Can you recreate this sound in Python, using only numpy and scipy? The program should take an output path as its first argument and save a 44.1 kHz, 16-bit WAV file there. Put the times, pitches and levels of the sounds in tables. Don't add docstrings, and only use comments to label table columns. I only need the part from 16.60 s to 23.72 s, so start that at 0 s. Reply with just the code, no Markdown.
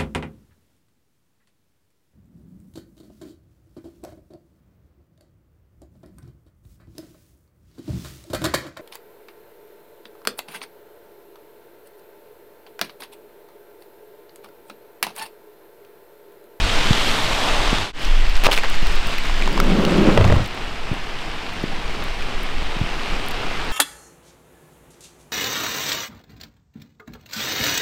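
import sys
import numpy as np
from scipy import signal
from scipy.fft import rfft, irfft, next_fast_len
from scipy.io import wavfile
from scipy.ndimage import uniform_filter1d, map_coordinates

SR = 44100
rng = np.random.default_rng(int(sys.argv[2]) if len(sys.argv) > 2 else 0)


def elevation(decibels):
    levels = np.asarray(decibels, float)
    return 10 ** (levels / 20)


def unload_wav(signal):
    wavfile.write(
        sys.argv[1],
        SR,
        np.round(np.clip(np.atleast_2d(signal).T, -1, 1) * 32767).astype(np.int16),
    )


N = 313992

CUTS = [
    1.325,
    3.866,
]


def unit(x):
    return x / np.sqrt(np.mean(x ** 2) + 1e-20)


def along(points, hz):
    f, v = np.transpose(points)
    return np.interp(np.log(hz + 1), np.log(f + 1), v)


def coloured(points):
    return lambda f: elevation(along(points, f))


def band(lo_hz, hi_hz):
    return lambda f: 1 / (1 + (lo_hz / (f + 1)) ** 4) / (1 + (f / hi_hz) ** 4)


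def filtered(x, response):
    m = next_fast_len(N + SR // 2)
    spectrum = rfft(x, m) * response(np.fft.rfftfreq(m, 1 / SR))
    return unit(irfft(spectrum, m)[:N])


def curves(rows, outside_db=None):
    s, *cols = np.transpose(rows)
    return [np.interp(np.arange(N) / SR, s, c, outside_db, outside_db) for c in cols]


def shots():
    return np.searchsorted(CUTS, np.arange(N) / SR)


def per_shot(tables):
    return np.choose(shots(), [np.array(curves(rows)) for rows in tables])


def wobble(rate_hz):
    return map_coordinates(rng.standard_normal(N // 100), [np.arange(N) * rate_hz / SR])


def swell(s, rise_s, hold_s, fall_s):
    return np.interp(np.arange(N) / SR, np.cumsum([s, rise_s, hold_s, fall_s]), [0, 1, 1, 0])


def bump(s, width_s):
    return np.exp(-((np.arange(N) / SR - s) / width_s) ** 2)


def add(track, s, sound):
    track[round(s * SR):][:len(sound)] += sound[:N - round(s * SR)]


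def crack(t, t60):
    snap = signal.lfilter([.3], np.poly([.55, .55, .55]), rng.standard_normal(len(t)))
    return snap * elevation(-60 * t / t60)


def patter(count, spread_db, share, patchy_db):
    z = signal.stft(rng.standard_normal(N), nperseg=512)[2]
    field = uniform_filter1d(rng.standard_normal(z.shape), 6, axis=0)
    field = uniform_filter1d(field, 12, axis=1)
    hiss = signal.istft(z * elevation(patchy_db * unit(field)), nperseg=512)[1][:N]
    when, size = rng.random((2, count))
    strength = elevation(-spread_db * np.log(np.maximum(size, .004)))
    drops = np.bincount((when * N).astype(int), strength, N)
    decay = signal.lfilter([1], [1, -np.exp(-1 / 30)], drops)
    splash = rng.standard_normal(N) * decay
    return np.sqrt(1 - share) * unit(hiss) + np.sqrt(share) * unit(splash)


def rain():
    # [t/s, level/dB]
    level = [
        [(0.0, -27), (0.15, -24.5), (0.7, -25), (1.06, -25.5), (1.2, -27.5)],
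        [(1.44, -32), (2.0, -31.5), (2.26, -30), (3.02, -32), (3.46, -30), (3.86, -33)],
        [(3.89, -35.5), (4.84, -34), (5.99, -33.5), (6.33, -32), (7.12, -31.5)],
    ]
    # [f/Hz, density/dB per Hz]
    near_cars = [(290, -37), (500, -6), (585, -6), (961, -4), (1800, -5.5), (3420, -4.5), (6190, -17.5),
                 (7970, -22.5), (9000, -26.5), (11700, -38), (19800, -120)]
    doorway = [(290, -41), (500, -4), (811, 0), (1890, 0), (2780, 1), (5100, -9), (6490, -16.5),
               (7780, -19), (9000, -24.5), (11700, -52), (19800, -120)]
    open_yard = [(290, -27), (500, -4.5), (571, -5), (693, -1), (1660, -4), (2750, -3.5), (5100, -14.5),
                 (6490, -23), (9000, -29.5), (11700, -51), (19800, -120)]
    wash_colour = [(24, -26), (40, -7), (43, -14), (130, -10), (163, -11), (438, -12.5), (542, -20.5),
                   (800, -21), (1040, -49), (1760, -120)]
    spray_colour = [(3530, -1), (6000, -6), (8100, -2.5), (9310, -8.5), (12200, -10), (15100, -15),
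                    (16000, -26)]
    shot = shots()
    body_db = per_shot(level)[0]
    gust_db = 5 * bump(.58, width_s=.3)
    spray_db = body_db + np.take([-17, -17.5, -17.6], shot) + gust_db
    wash_db = body_db + np.take([-4.8, -5.5, -2.3], shot)

    drops = patter(count=14000, spread_db=3.5, share=.28, patchy_db=1)
    body = np.choose(shot, [filtered(drops, coloured(c)) for c in (near_cars, doorway, open_yard)])
    wash = filtered(patter(count=2000, spread_db=3, share=.12, patchy_db=1), coloured(wash_colour))
    spray = filtered(patter(count=9000, spread_db=3, share=.1, patchy_db=1.2), coloured(spray_colour))
    rustle = filtered(patter(count=1100, spread_db=1, share=.9, patchy_db=1.1), band(2500, 13000))
    spray = spray + elevation(-6) * (shot == 1) * rustle
    flurry_db = .36 * wobble(6) + .7 * (shot == 1) * wobble(19)
    return (elevation(body_db + 2.5 + flurry_db) * body + elevation(wash_db + 1.5 * flurry_db) * wash
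            + elevation(spray_db + 1 + 1.3 * flurry_db) * spray)


def car_roofs():
    passing = [(.1, -17), (.99, 0), (1.28, -11)]  # t/s, level/dB
    drumming = patter(count=5000, spread_db=3, share=.3, patchy_db=1.6)
    return elevation(curves(passing, -120)[0] - 25.5) * filtered(drumming, band(550, 1100))


def door():
    # [t/s, panel level/dB]
    roll = [(2.72, -49), (2.76, -37), (2.95, -23.5), (3.2, -16), (3.5, -14), (3.572, -20), (3.788, -26.5),
            (3.862, -44), (3.88, -47)]
    # [t/s, surge/dB]
    joints = [
        (3.0, 1.5),
        (3.2, 2),
        (3.27, -2),
        (3.4, 1),
        (3.49, 5),
    ]
    # [f/Hz, width/Hz, level/dB]
    panel = [(195, 62, 2), (144, 16, -8), (298, 67, -10.5), (411, 80, -2.5), (530, 93, -8), (624, 69, -24)]
    speed_db = curves(roll, -120)[0]
    jolt_db = sum(db * bump(s, width_s=.03) for s, db in joints)
    panel_db = speed_db + jolt_db
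    shake_s = 3.545
    shake_db = -15 - 20 * (np.arange(N) / SR - shake_s)
    shake = swell(shake_s, rise_s=.03, hold_s=.23, fall_s=.07) * elevation(shake_db)
    frame = np.hypot(elevation(speed_db - 19 + 1.1 * jolt_db), shake)
    track = np.hypot(elevation(panel_db - 10), elevation(-7.5) * shake)

    def modes(f):
        return sum((-1) ** k * elevation(db) * 1j * f * w / (c * c - f * f + 1j * f * w)
                   for k, (c, w, db) in enumerate(panel))

    rollers = patter(count=6000, spread_db=3, share=.2, patchy_db=.4)
    out = elevation(panel_db - 2.5) * filtered(rollers, lambda f: modes(f) * band(120, 800)(f))
    out += frame * elevation(2.5) * filtered(rollers, band(41, 139))
    out += track * elevation(-3) * filtered(rollers, band(440, 1400))
    return out


def door_slam():
    # [t/s, level/dB, boom/dB]
    slams = [
        (3.575, 4.5, -12),
        (3.609, -4.5, -7),
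        (3.645, -6.5, -5),
        (3.674, -23, -2),
        (3.699, -5, 1),
        (3.723, -6, -2),
        (3.764, -16.5, -1),
        (3.794, -23, 10),
    ]
    # [f/Hz, level/dB, t60/s]
    latch = [(470, 4, .05), (625, 4.5, 0.037), (890, -2, 0.025), (1230, -9, 0.034), (1960, 0, 0.014)]
    out, t = np.zeros(N), np.arange(SR // 8) / SR
    for s, db, boom_db in slams:
        ring = sum(elevation(level_db + rng.normal(0, 3.1) - 60 * t / t60)
                   * np.sin(2 * np.pi * hz * rng.normal(1, .035) * t) for hz, level_db, t60 in latch)
        boom = elevation(boom_db + 5 - 60 * t / .07) * np.sin(2 * np.pi * rng.uniform(60, 150) * t)
        onset = 1 - np.exp(-t / .00043)
        add(out, s, elevation(db - 9) * (ring + boom + .37 * crack(t, t60=.011)) * onset)
    return out


def step():
    # [t/s, length/s, level/dB, rising share, top of dull part f/Hz]
    scuffs = [
        (1.8365, 0.038, -18, 0.81, 4500),
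        (1.873, 0.054, -21, 0.14, 1090),
        (1.912, 0.04, -18, 0.56, 4600),
        (1.946, 0.047, -25.5, 0.89, 4700),
        (2.033, 0.048, -24, 0.14, 3100),
        (1.755, .035, -28, .6, 4300),
        (6.709, .013, -33, .2, 4800),
        (1.448, .012, -36, .4, 5500),
    ]
    grit = patter(count=16000, spread_db=4.5, share=.85, patchy_db=3)
    crisp = filtered(patter(count=30000, spread_db=3, share=.6, patchy_db=2.5), band(5500, 15000))
    out, t = np.zeros(N), np.arange(SR // 12) / SR
    for s, length_s, db, rise, top_hz in scuffs:
        crisp_db = db - 16 + 24 * np.log2(top_hz / 4500)
        u = t / length_s
        stroke = np.clip(np.minimum(.5 + .67 * u / rise, (1 - u) / (1 - rise)), 0, 1)
        leaves = elevation(db) * filtered(grit, band(310, top_hz)) + elevation(crisp_db) * crisp
        add(out, s, stroke * leaves[round(s * SR):][:len(t)])
    return out


def hard_parts():
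    # [t/s, peak/dB, f/Hz]
    stones = [(1.4306, -15.5, 2970), (1.452, -20, 5600), (1.7757, -12.5, 3524), (1.8373, -10, 2700),
              (1.8522, -10, 895), (1.859, -7, 1290), (1.866, -2.5, 2620), (1.8675, 2, 620),
              (1.869, -4, 1100), (1.879, -10, 800), (1.914, -8, 3080), (1.9184, -4, 3040),
              (1.931, -9, 3800), (1.9414, -10, 2283), (1.9486, -11, 2900), (1.9767, -3.5, 2480),
              (1.9864, -12, 2250), (2.0355, -9, 1830), (2.2687, -15, 3610)]
    # [t/s, peak/dB, f/Hz]
    handle = [
        (2.6553, -15, 2182),
        (2.6968, -14, 1037),
        (2.823, -9, 2340),
        (2.8764, -8.5, 1000),
        (2.9771, -6, 1040),
        (3.0009, 0, 1298),
        (3.0015, -6, 2200),
        (5.6236, -16.5, 2390),
    ]
    # [t/s, peak/dB, f/Hz]
    rattle = [(3.2507, -8, 2850), (3.2945, -17, 3400), (3.486, -14, 1160), (3.549, -15, 1500),
              (3.5743, -14, 890), (3.576, -9, 3300), (3.604, -8, 980), (3.612, -15, 3200),
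              (3.6425, -12, 2600), (3.651, -9, 900), (3.674, -15, 1140), (3.678, -13, 2100),
              (3.725, -8, 1500), (3.7566, -14, 991)]
    out, t = np.zeros(N), np.arange(SR // 12) / SR
    for rows, t60, snap_db in ((stones, .008, -4), (handle, .012, -6), (rattle, .008, -4)):
        for s, db, hz in rows:
            ring = elevation(-60 * t / t60) * np.sin(2 * np.pi * hz * t)
            add(out, s, elevation(db - 1.5) * (ring + elevation(snap_db - 3) * crack(t, t60=.007)))
    return out


def housing_thumps():
    # [t/s, peak/dB, housing f/Hz, direction]
    thumps = [
        (0.307, -2, 157, 1),
        (1.1282, -8, 250, -0.96),
        (2.226, -15, 190, -0.83),
        (2.4624, -21, 126, -1.1),
        (4.3134, -11.5, 150, 1),
        (4.3293, -17, 350, -0.91),
        (5.0384, -10.5, 290, -1),
        (6.1655, -19, 188, 1),
        (6.212, -9, 130, 0.93),
        (6.237, -23, 200, 1),
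    ]
    out, t = np.zeros(N), np.arange(SR // 25) / SR
    for s, db, hz, way in thumps:
        u = .74 * t * hz
        push = np.sin(7.5 * u ** .8) * (1 - np.exp(-(4 * u) ** 2)) * np.exp(-1.9 * u ** 1.5)
        add(out, s, way * elevation(db + 6) * push)
    return out


def housing_ticks():
    # [t/s, peak/dB, body/dB]
    ticks = [(1.4303, -29, 3), (1.6967, -23, 13), (1.7545, -28, 20), (1.767, -26, 23), (1.839, -8, -7),
             (1.8653, -19, 7), (1.919, -24, 5), (1.9283, -17, 2), (1.966, -14, 8), (2.0995, -14, -17),
             (2.1558, -24, 14), (2.2699, -17, 11), (2.3561, -22, 2), (2.471, -16.5, -11), (2.5835, -16, 12),
             (2.654, -26, 12), (2.9282, -22, 4), (3.0015, -8, 13), (3.2173, -29, 15), (3.251, -18, 14),
             (3.2925, -30, 8), (3.576, -20, 17), (3.644, -30, 24), (3.859, -23, -8), (3.8757, -27, -4)]
    # [t/s, peak/dB]
    drips = [
        (3.9475, -31),
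        (4.3396, -29),
        (4.9328, -31),
        (5.0301, -31),
        (5.4392, -23),
        (5.833, -24),
        (6.6624, -29),
        (6.685, -18),
        (6.71, -19),
        (7.0475, -27),
    ]
    when, size = rng.random((2, 60))
    faint_s = CUTS[0] + when * (CUTS[1] - CUTS[0])
    faint_db = -34 - 2.2 * (np.log(size) + 1)
    faint = [(s, db, 11) for s, db in zip(faint_s, faint_db)]
    bright, dull = np.zeros((2, N))
    t = np.arange(300) / SR
    for s, db, body_db in ticks + [(s, db + 2.5, 0) for s, db in drips] + faint:
        burst = np.sign(rng.standard_normal(300)) * elevation(-60 * t / .004)
        add(bright, s, elevation(db) * burst)
        add(dull, s, elevation(db + body_db) * burst)
    crisp = signal.sosfilt(signal.butter(2, [6000, 15000], "band", fs=SR, output="sos"), bright)
    body = signal.sosfilt(signal.butter(2, [2000, 5500], "band", fs=SR, output="sos"), dull)
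    return elevation(-4) * crisp + elevation(-3) * body


def rocking():
    # [t/s, level/dB]
    movement = [
        [(0.0, -17), (0.4, -16), (0.76, -24), (0.94, -16), (1.2, -20)],
        [(1.44, -18), (1.68, -7), (1.88, -13), (2.1, -8), (2.5, -14), (3.4, -20), (3.74, -11), (3.86, -16)],
        [(3.89, -33), (4.2, -22), (4.53, -29), (6.1, -19), (7.12, -24)],
    ]
    # [f/Hz, density/dB per Hz]
    air_colour = [
        [(2.4, -27), (4.0, 7), (22, 5), (31, -1), (49, -23), (110, -15.5), (140, -45), (240, -120)],
        [(2.4, -38), (4.0, 8), (16, 8.5), (27, -2), (36, -4), (54, -23), (60, -23), (78, -54), (130, -120)],
        [(2.4, -21), (4.0, 3.5), (22, 1.5), (31, -9.5), (36, -15), (43, -26), (60, -12.5), (78, -48),
         (130, -120)],
    ]
    # [t/s, length/s, level/dB, f/Hz]
    springs = [
        (1.459, .18, -5, 22.8),
        (2.65, .24, -11, 20.8),
        (2.95, .17, -9, 20.6),
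    ]
    air = rng.standard_normal(N)
    swing = np.choose(shots(), [filtered(air, coloured(c)) for c in air_colour])
    swing = swing / np.sqrt(np.abs(uniform_filter1d(swing ** 2, size=SR // 6)) + .027)

    t = np.arange(N) / SR
    last = np.maximum(np.searchsorted([s for s, *_ in springs], t) - 1, 0)
    start_s, _, _, hz = np.transpose(springs)[:, last]
    since_s = t - start_s
    turn = 2 * np.pi * (hz - 8 / 2 * since_s) * since_s + 1.35
    bounce = np.sin(turn) - .16 * np.sin(3 * turn) + .07 * np.sin(5 * turn)
    settle_s = .04
    shudder = sum(elevation(db) * swell(s, settle_s, length_s - settle_s, settle_s) for s, length_s, db, _ in springs)

    air_gain = elevation(per_shot(movement)[0] + 1.8 * wobble(7))
    push = air_gain * swing / (1 + 6 * shudder) + shudder * bounce
    held = .62 * np.tanh(push / .62)
    return uniform_filter1d(uniform_filter1d(held, size=120), size=120)


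def lamp():
    # [t/s, f/Hz]
    whine = [(5.1, 15450), (5.8, 15200), (6.3, 15080), (7.12, 15050)]
    on = np.arange(N) / SR > whine[0][0]
    level = elevation(-76 + 3 * wobble(5))
    hz = curves(whine)[0] + 12 * wobble(40)
    return on * level * np.sin(2 * np.pi * np.cumsum(hz) / SR)


def scene():
    mix = rain() + car_roofs() + door() + door_slam() + step() + hard_parts()
    mix = mix + housing_thumps() + housing_ticks() + rocking() + lamp()
    return mix[None]


def roll_off(x):
    return signal.sosfilt(signal.butter(12, 16490, fs=SR, output="sos"), x)


def record(dry):
    # [t/s, gain]
    fade = [(1.215, 1), (1.3, .27), (1.3235, .004), (1.3265, .004), (1.35, .3), (1.43, 0.98)]
    squashed = dry / (1 + np.abs(dry / .74) ** 6) ** (1 / 6)
    faded = squashed * curves(fade)[0]
    limited = irfft(rfft(faded) * (np.fft.rfftfreq(N, 1 / SR) < 15800), N)
    return roll_off(limited)


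dry = scene()
out = record(dry)
unload_wav(out)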